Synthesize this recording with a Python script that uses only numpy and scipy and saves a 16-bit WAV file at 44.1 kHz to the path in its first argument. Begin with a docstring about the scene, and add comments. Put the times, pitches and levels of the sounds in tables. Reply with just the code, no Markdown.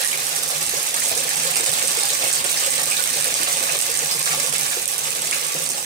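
"""From the start, a tap pours into a partly filled bathtub in a small bathroom with hard walls.
All along, the stream shatters into drops, drags air under that gulps and plinks, and drums on the tub.
The splashing sound dips briefly, mostly just before a sharp slap; the deepest dip is just before 4.9 s.
Near the end the splashing eases a little. Of two microphones close by, the right one faces the water
and the left one hears more of the room."""
import sys
import numpy as np
from scipy import signal
from scipy.fft import rfft, irfft, next_fast_len
from scipy.io import wavfile
from scipy.ndimage import uniform_filter1d, minimum_filter1d

SR = 44100
rng = np.random.default_rng(int(sys.argv[2]) if len(sys.argv) > 2 else 0)


def unload_wav(signal):
    """Save mono or channel-first audio to the path in sys.argv[1] as 16-bit WAV at rate SR, clipped to [-1, 1]."""
    wavfile.write(
        sys.argv[1],
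        SR,
        np.round(np.clip(np.atleast_2d(signal).T, -1, 1) * 32767).astype(np.int16),
    )


N = 257966
TIME = np.arange(N) / SR

# Levels in all tables are relative: the mix turns whole layers up or down.
# the largest pockets of air dragged under: t/s, f/Hz, fade time/s, level/dB
AIR_POCKETS = [(0.0, 536, 0.0094, -29.5), (0.184, 770, 0.013, -34), (0.341, 742, 0.014, -27.5),
               (0.508, 740, .012, -27), (0.525, 523, .015, -35), (1.165, 496, 0.037, -32),
               (1.25, 492, 0.021, -30), (1.338, 780, 0.031, -32), (1.446, 490, 0.025, -33),
               (1.496, 527, 0.019, -34), (1.599, 440, .018, -31), (1.684, 515, 0.022, -32),
               (1.835, 465, 0.014, -29), (1.974, 440, 0.0088, -26), (2.033, 775, 0.014, -30),
               (2.114, 540, 0.02, -33), (2.251, 530, 0.011, -37), (2.623, 510, 0.013, -32),
               (2.674, 518, 0.017, -30), (2.811, 753, 0.012, -30), (3.166, 544, 0.016, -29),
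               (3.266, 488, 0.017, -29), (3.616, 647, 0.016, -28), (3.686, 662, 0.017, -31.5),
               (3.733, 540, 0.013, -25.5), (3.891, 477, 0.023, -31), (4.022, 468, 0.016, -29),
               (4.147, 454, 0.012, -30), (4.265, 715, 0.041, -37), (4.332, 765, 0.015, -28),
               (4.372, 538, 0.033, -31), (4.439, 484, .018, -31.5), (4.534, 496, 0.012, -32),
               (4.768, 455, 0.012, -29), (5.171, 497, 0.012, -34), (5.55, 478, 0.018, -32.5),
               (5.774, 780, 0.017, -29)]
# lumps of water that plunge in with a dull plop: t/s, f/Hz, level/dB
WATER_LUMPS = [(0.736, 437, -23.5), (1.114, 700, -17.5), (1.116, 105, -39), (1.6, 590, -35),
               (2.2345, 684, -14.5), (2.446, 720, -20.5), (2.989, 860, -22), (3.159, 460, -29),
               (3.401, 324, -26), (3.413, 200, -39), (3.609, 390, -29), (4.77, 380, -33), (5.319, 390, -32),
               (5.548, 400, -23)]
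# tone of the fine spray: f/Hz, level/dB
SPRAY_TONE = [(3000, -38), (5000, 2), (6500, 5), (8000, 1.5), (11000, -0.5), (15000, 5)]
# how much later each landing spot of the stream is heard on the left: delay/s
SPOT_DELAYS = [.00018, .00035, .00044, .00048]


def from_db(db):
    """Turn decibels into a factor to multiply by."""
    return 10 ** (np.asarray(db) / 20)


def rms_one(x):
    """Scale a signal so that its average level (rms) is 1."""
    return x / np.sqrt(np.mean(x ** 2) + 1e-20)


def evened(x, size=4000):
    """Hold the level near 1 over stretches of size samples; quicker detail stays."""
    return x / np.sqrt(np.abs(uniform_filter1d(x * x, size)) + 1e-12)


def in_time(rows):
    """Join a table's points in time: one curve for each column after the first."""
    times, *columns = np.transpose(rows)
    return [np.interp(TIME, times, column) for column in columns]


def at_hz(points, hz):
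    """Read a table between its frequencies, with octaves evenly spaced."""
    freqs, values = np.transpose(points)
    return np.interp(np.log(hz + 1e-3), np.log(freqs), values)


def filtered(x, response):
    """Multiply each frequency in x by response(hz)."""
    size = next_fast_len(N + 8192)
    return irfft(rfft(x, size) * response(np.fft.rfftfreq(size, 1 / SR)), size)[..., :N]


def band(x, low, high):
    """Keep what lies between low and high (Hz)."""
    return signal.sosfilt(signal.butter(2, [low, min(high, .47 * SR)], "band", fs=SR, output="sos"), x)


def resonate(x, modes):
    """Let x ring at each of the modes (f/Hz, width/Hz, level/dB); narrow ones ring longer."""
    out = 0
    for hz, width, db in modes:
        r = np.exp(-np.pi * width / SR)
        feedback = [1, -2 * r * np.cos(2 * np.pi * hz / SR), r * r]
        out = out + from_db(db) * (1 - r * r) / 2 * signal.lfilter([1, 0, -1], feedback, x)
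    return out


def add(track, s, sound):
    """Mix a short sound in at s seconds."""
    i = int(np.clip(s * SR, 0, N - 1))
    track[i:i + len(sound)] += sound[:N - i]


def wobble(rate_hz, slowest_hz=1.4):
    """A smooth random wavering of size 1, mostly between the two rates."""
    noise = rng.standard_normal(N)
    return rms_one(filtered(noise, lambda hz: hz / np.hypot(hz, slowest_hz) / (1 + (hz / rate_hz) ** 2)))


def swells(events, peak_s):
    """A curve that rises for peak_s after each event (t/s, ..., level/dB), then dies away."""
    out, age = np.zeros(N), TIME[:SR // 2] / peak_s
    for s, *_, db in events:
        add(out, s, from_db(db) * age * np.exp(1 - age))
    return out


def bathroom():
    """Echo of the hard walls: alike left and right in the bass, a little shorter in the treble."""
    # how long the echo takes to fall by 60 dB: f/Hz, time/s
    echo_times = [(200, 0.21), (1000, 0.21), (4000, 0.2), (15000, 0.19)]
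    t, echo = TIME[:SR // 3], 0
    edges = np.geomspace(100, 20000, 10)
    for low, high in zip(edges, edges[1:]):
        hz = np.sqrt(low * high)
        mid, side = band(rng.standard_normal((2, len(t))), low, high)
        alike = np.sinc(2 * hz * max(SPOT_DELAYS))
        noise = np.sqrt(1 + alike) * mid + np.sqrt(1 - alike) * side * [[1], [-1]]
        decay = from_db(-60 * t / at_hz(echo_times, hz)) * (1 - np.exp(-t / 0.0028))
        echo = echo + noise * decay / np.linalg.norm(decay)
    return echo


def diffuse(echoes, size):
    """Smooth out chance peaks that the echoes share, so that the walls add no pitch."""
    spectra = rfft(echoes)
    power = np.abs(spectra.sum(0)) ** 2 + (np.abs(spectra) ** 2).sum(0)
    gain = np.sqrt(np.abs(uniform_filter1d(power, size)) / (power + 1e-12))
    return irfft(spectra * gain, echoes.shape[-1])


def in_room(direct, to_room, shadow_hz, jumps):
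    """The stream jumps between landing spots, each with its own delay and echo; gives left and right."""
    jump_times = np.linspace(0, TIME[-1], jumps)
    weights = np.exp(2 * rng.standard_normal((len(SPOT_DELAYS), jumps)))
    shares = np.array([np.interp(TIME, jump_times, weight) for weight in weights])
    shares /= np.linalg.norm(shares, axis=0)
    echoes = diffuse(np.array([bathroom() for _ in SPOT_DELAYS]), size=80)
    left, room = 0, 0
    for share, delay_s, echo in zip(shares, SPOT_DELAYS, echoes):
        left = left + np.interp(TIME - delay_s, TIME, share ** 2 * direct)
        # the room is already ringing at the start
        running = np.pad(share * to_room, (echo.shape[1] - 1, 0), mode="reflect")
        room = room + signal.oaconvolve(running[None], echo, mode="valid", axes=1)
    # the microphones' case shields the left one from the direct treble
    left = filtered(left, lambda hz: 1 / (1 + (hz / shadow_hz) ** 2))
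    return np.array([left, direct]) + room


def tub_drum(push_db, side_db):
    """The uneven push of the stream keeps the tub humming."""
    # low notes of the tub and the room around it: f/Hz, width/Hz, level/dB
    tub_notes = [(60.5, 3.6, -8), (77, 30, -18), (105, 25, -31), (154, 14, -1), (219.5, 58, -12),
                 (254.6, 10.3, -5), (359, 6.6, -3.5), (337, 5.5, -9.5)]
    shared, side = [resonate(rng.standard_normal(N), tub_notes) for _ in range(2)]
    # left and right differ only higher up: the longest waves reach both alike
    side = from_db(side_db) * rms_one(band(side, 127, 600)) * np.array([[1], [-1]])
    rumble_cut = signal.butter(6, 52, "high", fs=SR, output="sos")
    hum = signal.sosfilt(rumble_cut, evened(shared) + side)
    return from_db(push_db) * band(hum, 30, 303)


def tub_booms():
    """Surges of the stream make the tub's main note swell and fade."""
    # surges of the stream: t/s, level/dB
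    surges = [(0.32, -51), (0.54, -50), (1.355, -47), (1.445, -53), (1.675, -45), (2.83, -56), (3.16, -46),
              (4.03, -50), (4.14, -46), (4.29, -47), (4.475, -47.5), (5.54, -45.5)]
    note = resonate(rng.standard_normal(N), [(160, 10, 0)])
    return swells(surges, peak_s=0.033) * evened(band(note, 135, 175), size=570)


def mist(level_db):
    """The walls blur countless tiny drops into a smooth hiss, different on each side."""
    noise = rng.standard_normal((2, N))
    hiss = filtered(noise, lambda hz: from_db(at_hz(SPRAY_TONE, hz)) * hz ** 2 / (hz ** 2 + 2500 ** 2))
    return from_db(uniform_filter1d(level_db, size=2000)) * rms_one(hiss)


def bubble(hz, cycles, rise):
    """A trapped bubble rings and fades; its pitch climbs by the share rise as it nears the surface."""
    life_s = cycles / hz
    age = np.arange(int(life_s * SR) + 2) / (life_s * SR)
    swell = 1 - np.exp(-age * cycles)
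    return swell * from_db(-60 * age) * np.sin(2 * np.pi * cycles * age * (1 + rise * age / 2))


def bubble_cloud(low_hz, high_hz, cycles, rise, spread_db, count):
    """Bubbles of random size are born at random moments; level 1."""
    out = np.zeros(N)
    for when, pitch, strength, length in rng.random((count, 4)):
        hz = low_hz * (high_hz / low_hz) ** pitch
        gain = from_db(spread_db * strength ** 2) * hz / low_hz
        add(out, when * N / SR, gain * bubble(hz, cycles * (.5 + length), rise))
    return rms_one(out)


def churn():
    """The stream drags air under, where it breaks into a crowd of big bubbles."""
    # tone of the churning: f/Hz, level/dB
    churn_tone = [(330, -1), (450, 3.5), (560, 9.5), (660, -7.5), (800, 4), (950, 1), (1200, 1.5)]
    cloud = bubble_cloud(low_hz=325, high_hz=1230, cycles=18.4, rise=0.36, spread_db=6.5, count=1800)
    return evened(filtered(cloud, lambda hz: from_db(at_hz(churn_tone, hz))))


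def gulps(swell_s, glide):
    """Large air pockets ring, sliding up through their listed pitch as they rise."""
    out = np.zeros(N)
    for s, hz, fade_s, db in AIR_POCKETS:
        t = TIME[:int(fade_s * SR) * 2]
        pitch = hz * (1 + glide * (np.tanh(t / fade_s) - 1 / 3))
        shape = (1 - np.exp(-t / swell_s)) * np.exp(-(t / fade_s) ** 2)
        add(out, s, from_db(db) * shape * np.sin(2 * np.pi * np.cumsum(pitch) / SR))
    return out


def plunges(cycles, splat_db, fade_s, spread):
    """A lump of water punches a hole that rings briefly, inside a dull splat."""
    out, t = np.zeros(N), TIME[:SR // 8]
    for s, hz, db in WATER_LUMPS:
        noise = evened(band(rng.standard_normal(len(t)), hz / (1 + spread), hz * (1 + spread)), size=400)
        add(out, s, from_db(db) * bubble(hz, cycles, rise=0))
        add(out, s, from_db(db + splat_db) * (1 - np.exp(-t * hz)) * np.exp(-t / fade_s) * noise)
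    return out


def plinks(cycles, rise, count, gap_s=0.006, loss_db=2.5, scatter_octaves=0.2):
    """Bubbles of nearly one size ring in quick succession, each softer than the last."""
    # small bunches of clear bubbles: t/s, f/Hz, level/dB
    bunches = [(0.039, 1860, -9), (0.127, 2540, -9), (1.464, 4400, -5), (1.562, 5000, -4),
               (1.735, 3800, -8), (2.029, 4860, -3), (2.095, 4300, -2), (2.378, 5000, -4),
               (2.443, 1430, -17), (2.573, 4830, 0), (2.785, 1920, -14), (2.914, 2440, -8.5),
               (2.968, 4000, -3), (2.992, 1500, -14), (3.361, 3980, -8), (3.617, 2210, -15),
               (3.692, 2300, -12), (4.11, 5300, -0.5), (4.305, 2050, -12), (4.308, 1160, -19.5),
               (4.55, 2140, -15), (5.322, 2160, -11)]
    out = np.zeros(N)
    for s, hz, db in bunches:
        for k, (late, detune) in enumerate(rng.uniform(-1, 1, (count, 2))):
            ring = bubble(hz * 2 ** (scatter_octaves * detune), cycles, rise)
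            add(out, s + gap_s * max(k + late / 2, 0), from_db(db - loss_db * k) * ring)
    return out


def ticks(per_s, spread_db):
    """Stray droplets fly off and tick on the bare enamel; level 1."""
    hits = (rng.random(N) < per_s / SR) * from_db(spread_db * rng.random(N)) * rng.choice([-1, 1], N)
    # each tick bounces straight back off the tub's wall
    reflected = hits + .6 * np.roll(hits, 9) - .5 * np.roll(hits, 23)
    return rms_one(band(reflected, 4300, 14500))


def impacts(hits, swell_s, fade_s, low_hz, high_hz):
    """Water hits water: short bursts of noise, each shifted a little in pitch."""
    out, t = np.zeros(N), TIME[:int(7 * fade_s * SR) + 200]
    shape = (1 - np.exp(-t / swell_s)) * np.exp(-t / fade_s)
    for (s, db), shift in zip(hits, 2 ** rng.uniform(-0.22, 0.2, len(hits))):
        noise = evened(band(rng.standard_normal(SR // 4), low_hz * shift, high_hz * shift), size=40)
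        add(out, s, from_db(db) * shape / shape.max() * np.resize(noise, len(t)))
    return out


def drops(tone, per_s, spread_db, colour_db, burst_s):
    """Each drop makes a brief burst of tiny bubbles, with a tone colour of its own; level 1."""
    starts = np.flatnonzero(rng.random(N) < per_s / SR)
    sizes_db = spread_db * np.clip(rng.standard_normal(N)[starts], -3, 2.2)
    noise, tint = rng.standard_normal((2, N)), rng.standard_normal(N)
    edges, out = np.geomspace(.8 * tone[0][0], 17000, 11), 0
    for k, (low, high) in enumerate(zip(edges, edges[1:])):
        hz = np.sqrt(low * high)
        tint_db = colour_db * np.clip(tint[starts - k] + tint[starts - k - 1], -3, 3)
        energy = np.zeros(N)
        energy[starts] = from_db(sizes_db + tint_db) ** 2
        ring_s = burst_s * np.sqrt(edges[-1] / hz)   # larger, lower bubbles ring longer
        bursts = np.sqrt(signal.lfilter([1], [1, -np.exp(-1 / (SR * ring_s))], energy + 1e-12))
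        out = out + from_db(at_hz(tone, hz)) * band(rms_one(bursts) * noise[k % 2], low, high)
    return evened(out)


def fine_spray(level_db):
    """Small drops patter brightly, stray ones tick and large ones slap."""
    # the sharpest slaps of large drops: t/s, level/dB
    slap_hits = [(0.0172, -14), (0.0474, -5), (0.0748, -1.5), (0.1138, -18), (0.2678, -12), (0.3774, -18),
                 (0.433, -11), (0.6947, -12), (0.9425, -8), (0.998, -14), (1.0529, -15), (1.1164, -12),
                 (1.2912, -7), (1.3576, -4), (1.4347, -11), (1.5574, -6), (1.56, -9.5), (1.5671, -11),
                 (1.5722, -8), (1.652, -3), (1.6618, -10), (1.7166, -2), (1.7371, -8.5), (1.8299, -15),
                 (1.8755, -7), (1.8808, -5), (1.9152, -13), (1.9986, -6), (2.0338, -10), (2.1994, -16),
                 (2.2774, -12), (2.3279, -3), (2.4432, -14), (2.5138, -17), (2.528, -10), (2.5752, -13),
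                 (2.6165, -17), (2.7052, -5), (2.8378, -15), (2.8571, -5), (3.0044, -11), (3.0387, -1),
                 (3.2095, -11), (3.2241, -4), (3.2433, -4), (3.3175, -18), (3.3412, -2), (3.4869, -7),
                 (3.5279, -8), (3.6276, -9), (3.6373, -9), (3.723, -13), (3.7691, -8), (3.7891, 0),
                 (3.8134, 1), (3.8239, -21), (3.9018, -11), (3.9526, -8), (3.9731, -4), (4.1122, -11),
                 (4.228, -6), (4.2578, -8), (4.3341, -21), (4.4632, -8), (4.4775, -21), (4.5685, -26),
                 (4.582, -2.5), (4.6302, -17), (4.6816, -15), (4.8565, -10), (4.8783, -7), (4.9813, -9),
                 (5.3116, -9.5), (5.3455, -10), (5.4659, -14), (5.4883, -27), (5.6624, -12), (5.69, -6)]
    patter = drops(SPRAY_TONE, per_s=700, spread_db=5.5, colour_db=3.0, burst_s=0.0009)
    strays = from_db(-11) * ticks(per_s=61, spread_db=10.5)
    slaps = impacts(slap_hits, swell_s=0.0001, fade_s=0.0013, low_hz=4200, high_hz=15000)
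    return from_db(level_db) * (patter + strays) + from_db(-1.5) * slaps


def splashing(level_db):
    """The stream shatters on the water into drops, fizzing bubbles, plinks and splats."""
    # tone of the splash: f/Hz, level/dB
    splash_tone = [(400, -14.5), (700, -1), (1000, -9), (1300, 0.5), (1600, 2), (2300, -2), (4000, 6.5),
                   (6000, -3.5), (7500, 12), (10000, -36), (15000, 4.5)]
    # sheets of water that break off and splash wide: t/s, level/dB
    sheets = [(0.943, -17.5), (1.0194, -14), (1.5564, -12.5), (1.565, -25), (2.4434, -16.5), (2.7862, -18),
              (2.985, -21), (3.2088, -15), (3.69, -27), (3.7524, -20), (4.2613, -15), (4.5261, -20.5),
              (4.5513, -16), (5.3273, -16)]
    fizz = bubble_cloud(low_hz=1130, high_hz=5910, cycles=17.6, rise=0.36, spread_db=14.5, count=3000)
    patter = drops(splash_tone, per_s=800, spread_db=4.0, colour_db=1.73, burst_s=0.00053)
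    wash = from_db(level_db - 2) * (patter + from_db(-9) * fizz)
    rings = plinks(cycles=27, rise=0.3, count=2)
    splats = impacts(sheets, swell_s=0.00054, fade_s=0.0064, low_hz=1200, high_hz=7460)
    return wash + from_db(-2.5) * rings + from_db(-5) * splats


def level_dips(deepen_s):
    """Brief dips in the splashing sound, in dB: each deepens gradually and ends at once."""
    # where each dip ends: t/s, depth/dB
    dips = [(0.111, 9), (0.9415, 3.5), (2.1985, 2), (2.441, 12), (3.209, 1), (4.227, 0), (4.257, 5),
            (4.521, 6), (4.878, 24), (4.980, 7), (5.205, 1), (5.688, 2)]
    out, t = np.zeros(N), TIME[:SR // 12]
    for s, depth_db in dips:
        add(out, s - len(t) / SR, depth_db * np.exp(-(t[::-1] / deepen_s) ** 2))
    return uniform_filter1d(out, size=60)


def stream():
    """The falling stream swells and wobbles; gives splash, spray, churn and push on the tub in dB."""
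    # slow swell of the stream: t/s, splash level/dB, spray level/dB
    pour = [(0, -23.5, -23.5), (0.2, -28, -25), (0.85, -26.5, -24), (1.0, -27, -22.5), (1.55, -25, -23.5),
            (2.2, -25, -22), (3.0, -26, -23), (3.65, -24.5, -24), (3.95, -27, -24), (4.35, -26, -22),
            (4.9, -28, -24.5), (5.15, -28, -25.5), (5.35, -26.5, -25.5), (5.6, -29, -24),
            (5.85, -30.5, -27.5)]
    # slow swell of its drumming on the tub: t/s, level/dB
    drumming = [(0, -52), (1.15, -49.5), (2.2, -50), (3.4, -48.5), (4.4, -50), (5.0, -51), (5.85, -50.5)]
    splash_db, spray_db = in_time(pour)
    drum_db, = in_time(drumming)
    flow_db = splash_db - splash_db.mean()
    flutter_db, dip_db = wobble(rate_hz=44.5), level_dips(deepen_s=0.025)
    splash_db = splash_db + flutter_db - 0.84 * dip_db
    spray_db = spray_db + 0.3 * flutter_db - dip_db
    air = from_db(-52 + 0.12 * flow_db + 4.5 * wobble(rate_hz=48))
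    breakup = from_db(-19.5) * swells(AIR_POCKETS, peak_s=0.0067)   # gulps split into smaller bubbles
    push = from_db(drum_db + 2 * wobble(rate_hz=3.7))
    thumps = from_db(-30) * swells(WATER_LUMPS, peak_s=0.0068)   # each plunge thumps the tub
    return splash_db, spray_db, 20 * np.log10(np.hypot(air, breakup)), 20 * np.log10(np.hypot(push, thumps))


def scene():
    """Deep gurgle, splash and bright spray in the room, over the hum of the tub."""
    # notes at which the air between the tub's walls rings: f/Hz, width/Hz, level/dB
    air_notes = [(360, 30, -10), (462, 30, -10), (547, 18, 0.5), (718, 28, -6), (803, 20, -1.5),
                 (846, 18, -9), (1152, 28, -8), (1443, 22, -5), (1616, 25, -8), (1932, 20, -7),
                 (2200, 25, -11), (2547, 30, -6.5)]
    splash_db, spray_db, churn_db, push_db = stream()
    gurgle = from_db(churn_db) * churn()
    gurgle += from_db(-4.5) * gulps(swell_s=0.0013, glide=0.32)
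    gurgle += from_db(2) * plunges(cycles=9, splat_db=-15, fade_s=0.013, spread=0.9)
    splash = splashing(splash_db)
    spray = fine_spray(spray_db)
    # the spray is close by and stirs the room least
    to_room = from_db(-8.5) * gurgle + from_db(-3.5) * splash + from_db(-11) * spray
    water = in_room(gurgle + splash + spray, to_room, shadow_hz=5500, jumps=700)
    water = water + resonate(water, air_notes)
    return water + mist(spray_db - 4) + tub_drum(push_db, side_db=-9.5) + tub_booms()


def limiter(x, ceiling_db, link, size):
    """Turn the sound down just around each loud peak; one side pulls the other along."""
    over_db = np.maximum(20 * np.log10(np.abs(x) + 1e-9) - ceiling_db, 0)
    gain_db = uniform_filter1d(minimum_filter1d(-over_db, size, axis=1), size, axis=1)
    return x * from_db(np.minimum(gain_db, link * gain_db[::-1]))


def record(dry):
    """Two microphones colour the sound; peaks are held down and the highest treble is cut."""
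    # tone of each microphone: f/Hz, level/dB
    left_tone = [(300, 3.5), (520, 5.5), (600, 0), (820, 4.5), (920, 1.5), (1160, 0.5), (1400, -2.5),
                 (2100, 0), (3000, 0.8), (5000, -2), (6700, 4.5), (7800, -0.5), (10000, -4.5), (12000, -7),
                 (14000, -11), (15300, -26)]
    right_tone = [(300, 4.5), (520, 3), (640, 5.5), (735, 7.5), (920, 2.5), (1150, 4), (1300, -2.5),
                  (1500, 1), (2450, 2.34), (3100, 0), (3800, -1), (4400, -5), (5000, -2), (7100, 0.16),
                  (8250, 9.5), (9000, 8), (10000, 4), (12000, -3.5), (13200, -4), (15300, -6.5)]
    # the treble's colour (its sheen) on the right shifts slowly: t/s, level/dB
    sheen = [(0, 7.5), (1.1, 5.5), (1.6, -1), (3.6, -2), (4.3, 2.5), (5.0, 6.5), (5.85, 1)]
    # bands that rise or sink with it: f/Hz, width/Hz, share of the sheen
    sheen_bands = [(8650, 1900, -0.38), (11470, 1860, 0.83), (12900, 1050, -1.1)]
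    left = filtered(dry[0], lambda hz: from_db(at_hz(left_tone, hz)))
    right = filtered(dry[1], lambda hz: from_db(at_hz(right_tone, hz)))
    sheen_db, = in_time(sheen)
    for hz, width_hz, share in sheen_bands:
        right = right + (from_db(share * sheen_db) - 1) * resonate(right, [(hz, width_hz, 0)])
    held = limiter(np.array([left, right]), ceiling_db=-2.6, link=0.87, size=400)
    return filtered(held, lambda hz: 1 / np.sqrt(1 + (hz / 15650) ** 240))


dry = scene()
out = record(dry)
unload_wav(out)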